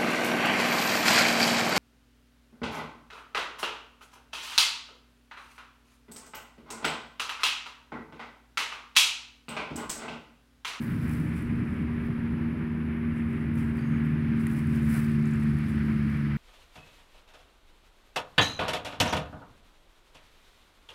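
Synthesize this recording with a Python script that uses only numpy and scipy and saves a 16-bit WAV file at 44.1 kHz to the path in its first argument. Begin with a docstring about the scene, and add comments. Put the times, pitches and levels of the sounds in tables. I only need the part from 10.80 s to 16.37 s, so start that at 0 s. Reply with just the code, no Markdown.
"""A light propeller aircraft drones past far over a meadow, sines on its firing rate; its pitch sinks as it turns away.
Its rumble, a distant rush and far hiss are coloured noise; thin passing hums are wavering sines.
An insect buzzes on and another chirps once, both narrow bands of noise.
Grass and cloth rustle close to the microphone, grainy noise swelling with each rub, and stems tick in short bursts."""
import sys
import numpy as np
from scipy import signal
from scipy.fft import rfft, irfft
from scipy.io import wavfile
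from scipy.ndimage import uniform_filter1d

SR = 44100
rng = np.random.default_rng(int(sys.argv[2]) if len(sys.argv) > 2 else 0)


def to_wav(s):
    """Save 16-bit WAV."""
    ch = np.atleast_2d(s).T  # columns
    pcm = np.round(np.clip(ch, -1, 1) * 32767)  # PCM
    wavfile.write(sys.argv[1], SR, pcm.astype(np.int16))


N = 245637
TIME = np.arange(N) / SR  # s

# colour of the distant rush, also of the dull body of close rubs: freq_hz, relative_level_db (per Hz)
RUSH_COLOUR = [(300, -48.5), (800, -19), (1200, -3.5), (1700, -0.5), (2300, -3.5), (3200, -17),
               (4500, -35.5), (6500, -52.5), (10000, -57.5), (16000, -59)]
# colour of the lower rush, also of the low body of close rubs: freq_hz, relative_level_db (per Hz)
LOW_RUSH_COLOUR = [(100, -42), (400, -3), (550, -2), (780, -6), (1000, -2), (1500, -14), (4000, -72)]


def undb(db):
    """Decibels to an amplitude factor."""
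    return 10 ** (np.asarray(db) / 20)


def unit(x):
    """Scale to an RMS of 1."""
    return x / np.sqrt(np.mean(x ** 2))


def curves(table):
    """Columns of a table joined by straight lines in time."""
    s, *columns = np.transpose(table)
    return [np.interp(TIME, s, c) for c in columns]


def walk(rate_hz):
    """Random levels held for 1 / rate and slewed twice; spread near 1."""
    hold = int(SR / rate_hz)
    steps = np.repeat(rng.standard_normal(N // hold + 1), hold)
    slewed = uniform_filter1d(uniform_filter1d(steps, hold), hold)
    return 1.3 * slewed[:N]


def colour(x, spectrum):
    """Shape a sound's spectrum by points joined along log frequency."""
    hz, db = np.transpose(spectrum)
    bins_hz = np.arange(N // 2 + 1) * SR / N + 1  # +1 keeps the log finite
    gain = undb(np.interp(np.log(bins_hz), np.log(hz), db))
    return irfft(rfft(x) * gain, N)


def ring(x, hz, width_hz):
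    """One resonance, gain 1 at the centre."""
    return signal.lfilter(*signal.iirpeak(hz, hz / width_hz, fs=SR), x)


def tone(hz, db, waver_db, waver_rad):
    """A sine whose level and phase shimmer in the moving air."""
    turn = 2 * np.pi * (np.cumsum(hz) / SR + rng.random())
    shimmer_db = waver_db * (walk(14) + 0.38 * walk(5.19))
    level = np.sqrt(2) * undb(db + shimmer_db)  # a sine peaks at sqrt(2) times its RMS
    return level * np.sin(turn + waver_rad * walk(8))


def fade(start, end, rise_s, fall_s):
    """Straight-line gain that rises from 0 at the start, at most to 1, and falls to 0 at the end."""
    return np.clip(np.minimum((TIME - start) / rise_s, (end - TIME) / fall_s), 0, 1)


def narrow(hz, width_hz):
    """Noise in a steep band around a centre that may glide."""
    low = signal.butter(6, width_hz / 2, fs=SR, output="sos")
    a, b = signal.sosfilt(low, rng.standard_normal((2, N)))
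    turn = 2 * np.pi * np.cumsum(hz + np.zeros(N)) / SR
    return unit(a * np.cos(turn) + b * np.sin(turn))


def aircraft():
    """Exhaust and propeller lines on the firing rate; the strong third shimmers least."""
    # sinking firing rate as heard: time_s, firing_rate_hz
    firing = [(0.0, 78.33), (0.8, 78.18), (1.6, 77.87), (2.4, 77.25), (3.2, 76.37), (4.0, 75.27),
              (4.8, 73.77), (5.57, 72.0)]
    # second, third and fifth multiples, whose levels come and go (before shimmer):
    # time_s, second_db, third_db, fifth_db
    drone = [(0.0, -46, -35.5, -53.5), (0.35, -36, -34, -56), (0.9, -38, -33.5, -53),
             (1.5, -46.5, -30.5, -48.5), (1.9, -35.5, -31.5, -50), (2.5, -39.5, -32, -51),
             (2.8, -34.5, -29.5, -49.5), (3.0, -40, -33, -51), (3.12, -28, -27, -53),
             (3.3, -34.5, -29.5, -51), (3.55, -33.5, -28, -50.5), (3.85, -30, -29.5, -52),
             (4.3, -30.5, -26.5, -46.5), (4.75, -30, -29.5, -52), (4.95, -32.5, -28.5, -51.5),
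             (5.57, -29.5, -31.5, -52)]
    # first, fourth and sixth multiples, whose levels drift evenly (before shimmer):
    # multiple, start_level_db, change_db_per_s
    drifting_lines = [(1, -41, 0.17), (4, -56.5, 1.1), (6, -63, -1.5)]
    hz, = curves(firing)
    second_db, third_db, fifth_db = curves(drone)
    loose = dict(waver_db=3.0, waver_rad=.9)
    second = tone(2 * hz, second_db, waver_db=1.8, waver_rad=.6)
    third = tone(3 * hz, third_db, waver_db=1.2, waver_rad=.4)
    fifth = tone(5 * hz, fifth_db, **loose)
    drifting = sum(tone(k * hz, db + per_s * TIME, **loose) for k, db, per_s in drifting_lines)
    return second + third + drifting + fifth


def hums():
    """Thin separate unsteady tones that come and go, most of them sliding down slowly."""
    # pitch glides, levels before fade and shimmer:
    # start_s, end_s, first_hz, last_hz, level_db
    # (the last row ends before it starts, so its fade leaves it practically silent)
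    glides = [(0.0, 1.3, 303, 297, -45), (1.6, 5.64, 328.6, 310.6, -47.5), (2.4, 3.9, 280.4, 267, -44),
              (2.6, 4.68, 134.5, 130.8, -38), (0.0, 1.5, 126, 123, -42), (2.2, 5.57, 93.2, 93.6, -41.5),
              (2.5, 5.0, 117, 109, -51), (5.0, 4.4, 152.2, 147.3, -29.5)]
    out = np.zeros(N)
    for start, end, first, last, db in glides:
        hz = np.interp(TIME, [start, end], [first, last])
        swell = fade(start - .3, end + 0.31, 0.47, 0.57)
        out += swell * tone(hz, db, waver_db=1.5, waver_rad=0.77)
    return out


def air():
    """Low turbulent rumble of the aircraft, the smooth rush above it and a far hiss."""
    # layer levels: time_s, rumble_db, low_rush_db, high_rush_db, far_hiss_db
    air_levels = [(0.0, -35, -53.5, -48, -64.5), (0.7, -31, -53, -48, -70.5), (1.3, -33, -52, -48, -70.5),
                  (2.2, -35.5, -53, -48, -73.5), (3.1, -34.5, -53, -46, -70.5),
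                  (4.2, -34, -54.5, -47, -63.5), (5.57, -34.5, -55, -44.5, -63)]
    # low colour of the far aircraft: freq_hz, relative_level_db (per Hz)
    rumble_colour = [(8, -30), (16, -25.5), (25, -15), (40, -4.5), (65, 1.5), (100, 5), (180, 7),
                     (260, 3.5), (340, -5), (430, -15.5), (600, -42.5), (2000, -100)]
    # colour of the far hiss: freq_hz, relative_level_db (per Hz)
    hiss_colour = [(800, -51), (2500, -13.5), (3500, -1.5), (5000, -4), (5800, -11), (7000, -17.5),
                   (11000, -20.5), (16000, -22.5)]
    shapes = (rumble_colour, LOW_RUSH_COLOUR, RUSH_COLOUR, hiss_colour)
    flickers_db = (1.55, 0.78, 0.98, 0.45)
    out = np.zeros(N)
    for db, shape, flicker_db in zip(curves(air_levels), shapes, flickers_db):
        noise = rng.standard_normal(N) * undb(flicker_db * walk(40))
        out += undb(db) * unit(colour(noise, shape))
    return out


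def insects():
    """A steady noisy buzz pulsed at the wing rate and one short two-band chirp."""
    # steady buzz, level before pulsing and drift: centre_hz, width_hz, pulse_rate_hz, level_db
    buzz = (10850, 1300, 137, -75)
    # bands of the chirp, levels before fade and flicker:
    # start_s, end_s, first_hz, last_hz, width_hz, level_db
    chirp = [(2.985, 3.2, 6500, 6550, 400, -73.5), (2.96, 3.11, 4550, 4850, 220, -71.5)]
    hz, width, rate, db = buzz
    pulse_hz = rate * (1 + .006 * walk(3))
    gate = 1 + .26 * np.sin(2 * np.pi * np.cumsum(pulse_hz) / SR)
    out = undb(db + 0.63 * walk(3)) * gate * narrow(hz, width)
    for start, end, first, last, width, db in chirp:
        glide_hz = np.interp(TIME, [start, end], [first, last])
        level = undb(db + 2.5 * walk(49)) * fade(start, end, .03, 0.045)
        out += level * narrow(glide_hz, width)
    return out


def rubbing():
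    """Gains of the rustle and of its top: every rub swells and dies away over the steady stir."""
    # grass and cloth stirring all the time: time_s, gain_db
    stir_levels = [(0.0, -75), (0.62, -69.5), (0.7, -75.5), (1.1, -79.5), (2.3, -84), (2.4, -77),
                   (2.65, -80), (2.72, -87), (3.1, -76), (3.55, -81), (3.6, -72), (4.7, -70), (5.4, -74),
                   (5.57, -81)]
    # single rubs, rise and fall each over 10 dB: peak_s, gain_db, rise_s, fall_s, top_above_gain_db
    rubs = [(0.02, -62, 0.014, 0.12, 7), (0.33, -61, 0.14, 0.11, 3), (0.57, -68, 0.043, .09, 0),
            (0.88, -74.5, 0.16, .2, -6), (1.26, -72.5, .03, .03, 5), (2.37, -74, .05, .08, -6),
            (2.58, -74, .1, .1, -4), (2.785, -63.5, 0.035, 0.1, -1), (2.98, -66, 0.029, .04, -1),
            (3.26, -73, .07, 0.068, 1), (3.61, -68, 0.037, 0.09, 0), (3.72, -62.5, 0.066, 0.036, 3),
            (3.79, -63, .06, 0.034, 0), (3.95, -63.5, 0.096, 0.062, 1), (4.155, -52, 0.074, 0.078, 3),
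            (4.3, -67, 0.039, 0.066, -8), (4.52, -66, 0.088, 0.055, -5), (4.629, -66, .04, 0.04, -6),
            (4.79, -70, 0.034, .03, -3), (4.89, -64.5, 0.052, 0.064, -3), (5.1, -77, .08, .08, 0),
            (5.33, -75, 0.054, 0.089, 0)]
    stir_top_db = -4.5  # top against the stir's own gain
    power = undb(curves(stir_levels)[0]) ** 2
    top = power * undb(stir_top_db) ** 2
    for s, db, rise, fall, top_db in rubs:
        drop_db = 10 * np.maximum((s - TIME) / rise, (TIME - s) / fall)
        rub = undb(db - drop_db) ** 2
        power = power + rub
        top = top + rub * undb(top_db) ** 2
    return np.sqrt(power), np.sqrt(top)


def rustle(crackle_db=-0.5, per_s=700):
    """Dense tiny slips of nearly even size at random moments over a soft hiss; the top varies by rub."""
    # bright colour of grass and cloth: freq_hz, relative_level_db (per Hz)
    rustle_colour = [(300, -53), (1500, -9.5), (3000, -12.5), (5000, -3.5), (6600, -9), (7800, -3),
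                     (10000, 0.5), (12500, -4.5), (15800, -6)]
    hiss_db, body_db, low_body_db = 3.0, 10.5, 3  # against the rubbing gain
    gain, top_gain = rubbing()
    sizes = undb(crackle_db * np.minimum(rng.exponential(size=N), 4))
    slips = (rng.random(N) < per_s / SR) * sizes
    smear = np.exp(-np.arange(200) / 49.0)  # each slip decays with a time constant near 1.1 ms
    grain = 1.1 + unit(np.convolve(slips, smear)[:N])
    band = colour(rng.standard_normal(N) * grain * undb(0.7 * walk(50)), rustle_colour)
    low = signal.sosfiltfilt(signal.butter(4, 11800, fs=SR, output="sos"), band)
    top = band - low
    body = undb(body_db) * unit(colour(rng.standard_normal(N), RUSH_COLOUR))
    low_body = undb(low_body_db) * unit(colour(rng.standard_normal(N), LOW_RUSH_COLOUR))
    return gain * (undb(hiss_db) * unit(low) + body + low_body) + top_gain * unit(top)


def ticks(decay_s=.0011):
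    """Stems tick close by: each tick is a short broad burst; a snap adds a woody ring."""
    # single ticks of stems: start_s, peak_db, centre_hz
    stem_ticks = [(0.0363, -44, 11100), (0.165, -52, 10500), (0.2134, -50, 10600), (0.2957, -46, 10100),
                  (0.4933, -48, 10000), (0.5645, -46, 9300), (0.624, -46, 10670), (2.378, -56, 8530),
                  (2.5316, -51, 10400), (2.7551, -50, 10800), (2.7873, -47, 11300), (3.26, -50, 10700),
                  (3.5738, -61, 6060), (3.6082, -53, 8200), (3.669, -35, 9750), (3.9589, -49, 10900),
                  (3.961, -46, 5180), (4.0308, -45, 8910), (4.0482, -45, 9630), (4.0648, -51, 7870),
                  (4.1031, -41, 9600), (4.125, -42, 11800), (4.144, -34, 9490), (4.2966, -49, 8900),
                  (4.4566, -46, 7380), (4.599, -47, 9700), (4.6363, -43, 9660), (4.512, -48, 8000),
                  (4.537, -47, 7800), (4.556, -51, 8400), (4.787, -51, 11500), (4.886, -51, 11000),
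                  (5.075, -53, 13500), (5.297, -51, 12500), (5.317, -52, 9500), (5.3717, -52, 11400)]
    # woody snap: start_s, level_db (before decay), ring_hz, t60_s
    snaps = [(3.668, -27, 1970, 0.012)]
    out, age = np.zeros(N + 2000), np.arange(2000) / SR
    for s, db, hz in stem_ticks:
        burst = rng.standard_normal(2000) * np.exp(-age / decay_s)
        for _ in range(2):
            burst = ring(burst, hz, 0.32 * hz)
        out[int(s * SR):][:2000] += undb(db) * burst / np.abs(burst).max()
    for s, db, hz, t60 in snaps:
        decay = np.exp(-np.log(1000) * age / t60)
        out[int(s * SR):][:2000] += undb(db) * np.sin(2 * np.pi * hz * age) * decay
    return out[:N]


def scene():
    """Far aircraft and air, insects, and grass and cloth near the microphone, summed to one channel."""
    far = aircraft() + hums() + air()
    near = rustle() + ticks()
    return (far + insects() + near)[None]


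def record(dry):
    """The microphone adds its own faint hiss; the recorder cuts the top steeply."""
    mic_hiss_db, top_hz = -80.5, 15750  # hiss level before the cut
    wet = dry + undb(mic_hiss_db) * rng.standard_normal(dry.shape)
    return signal.sosfilt(signal.ellip(12, .2, 80, top_hz, fs=SR, output="sos"), wet)


dry = scene()
out = record(dry)
to_wav(out)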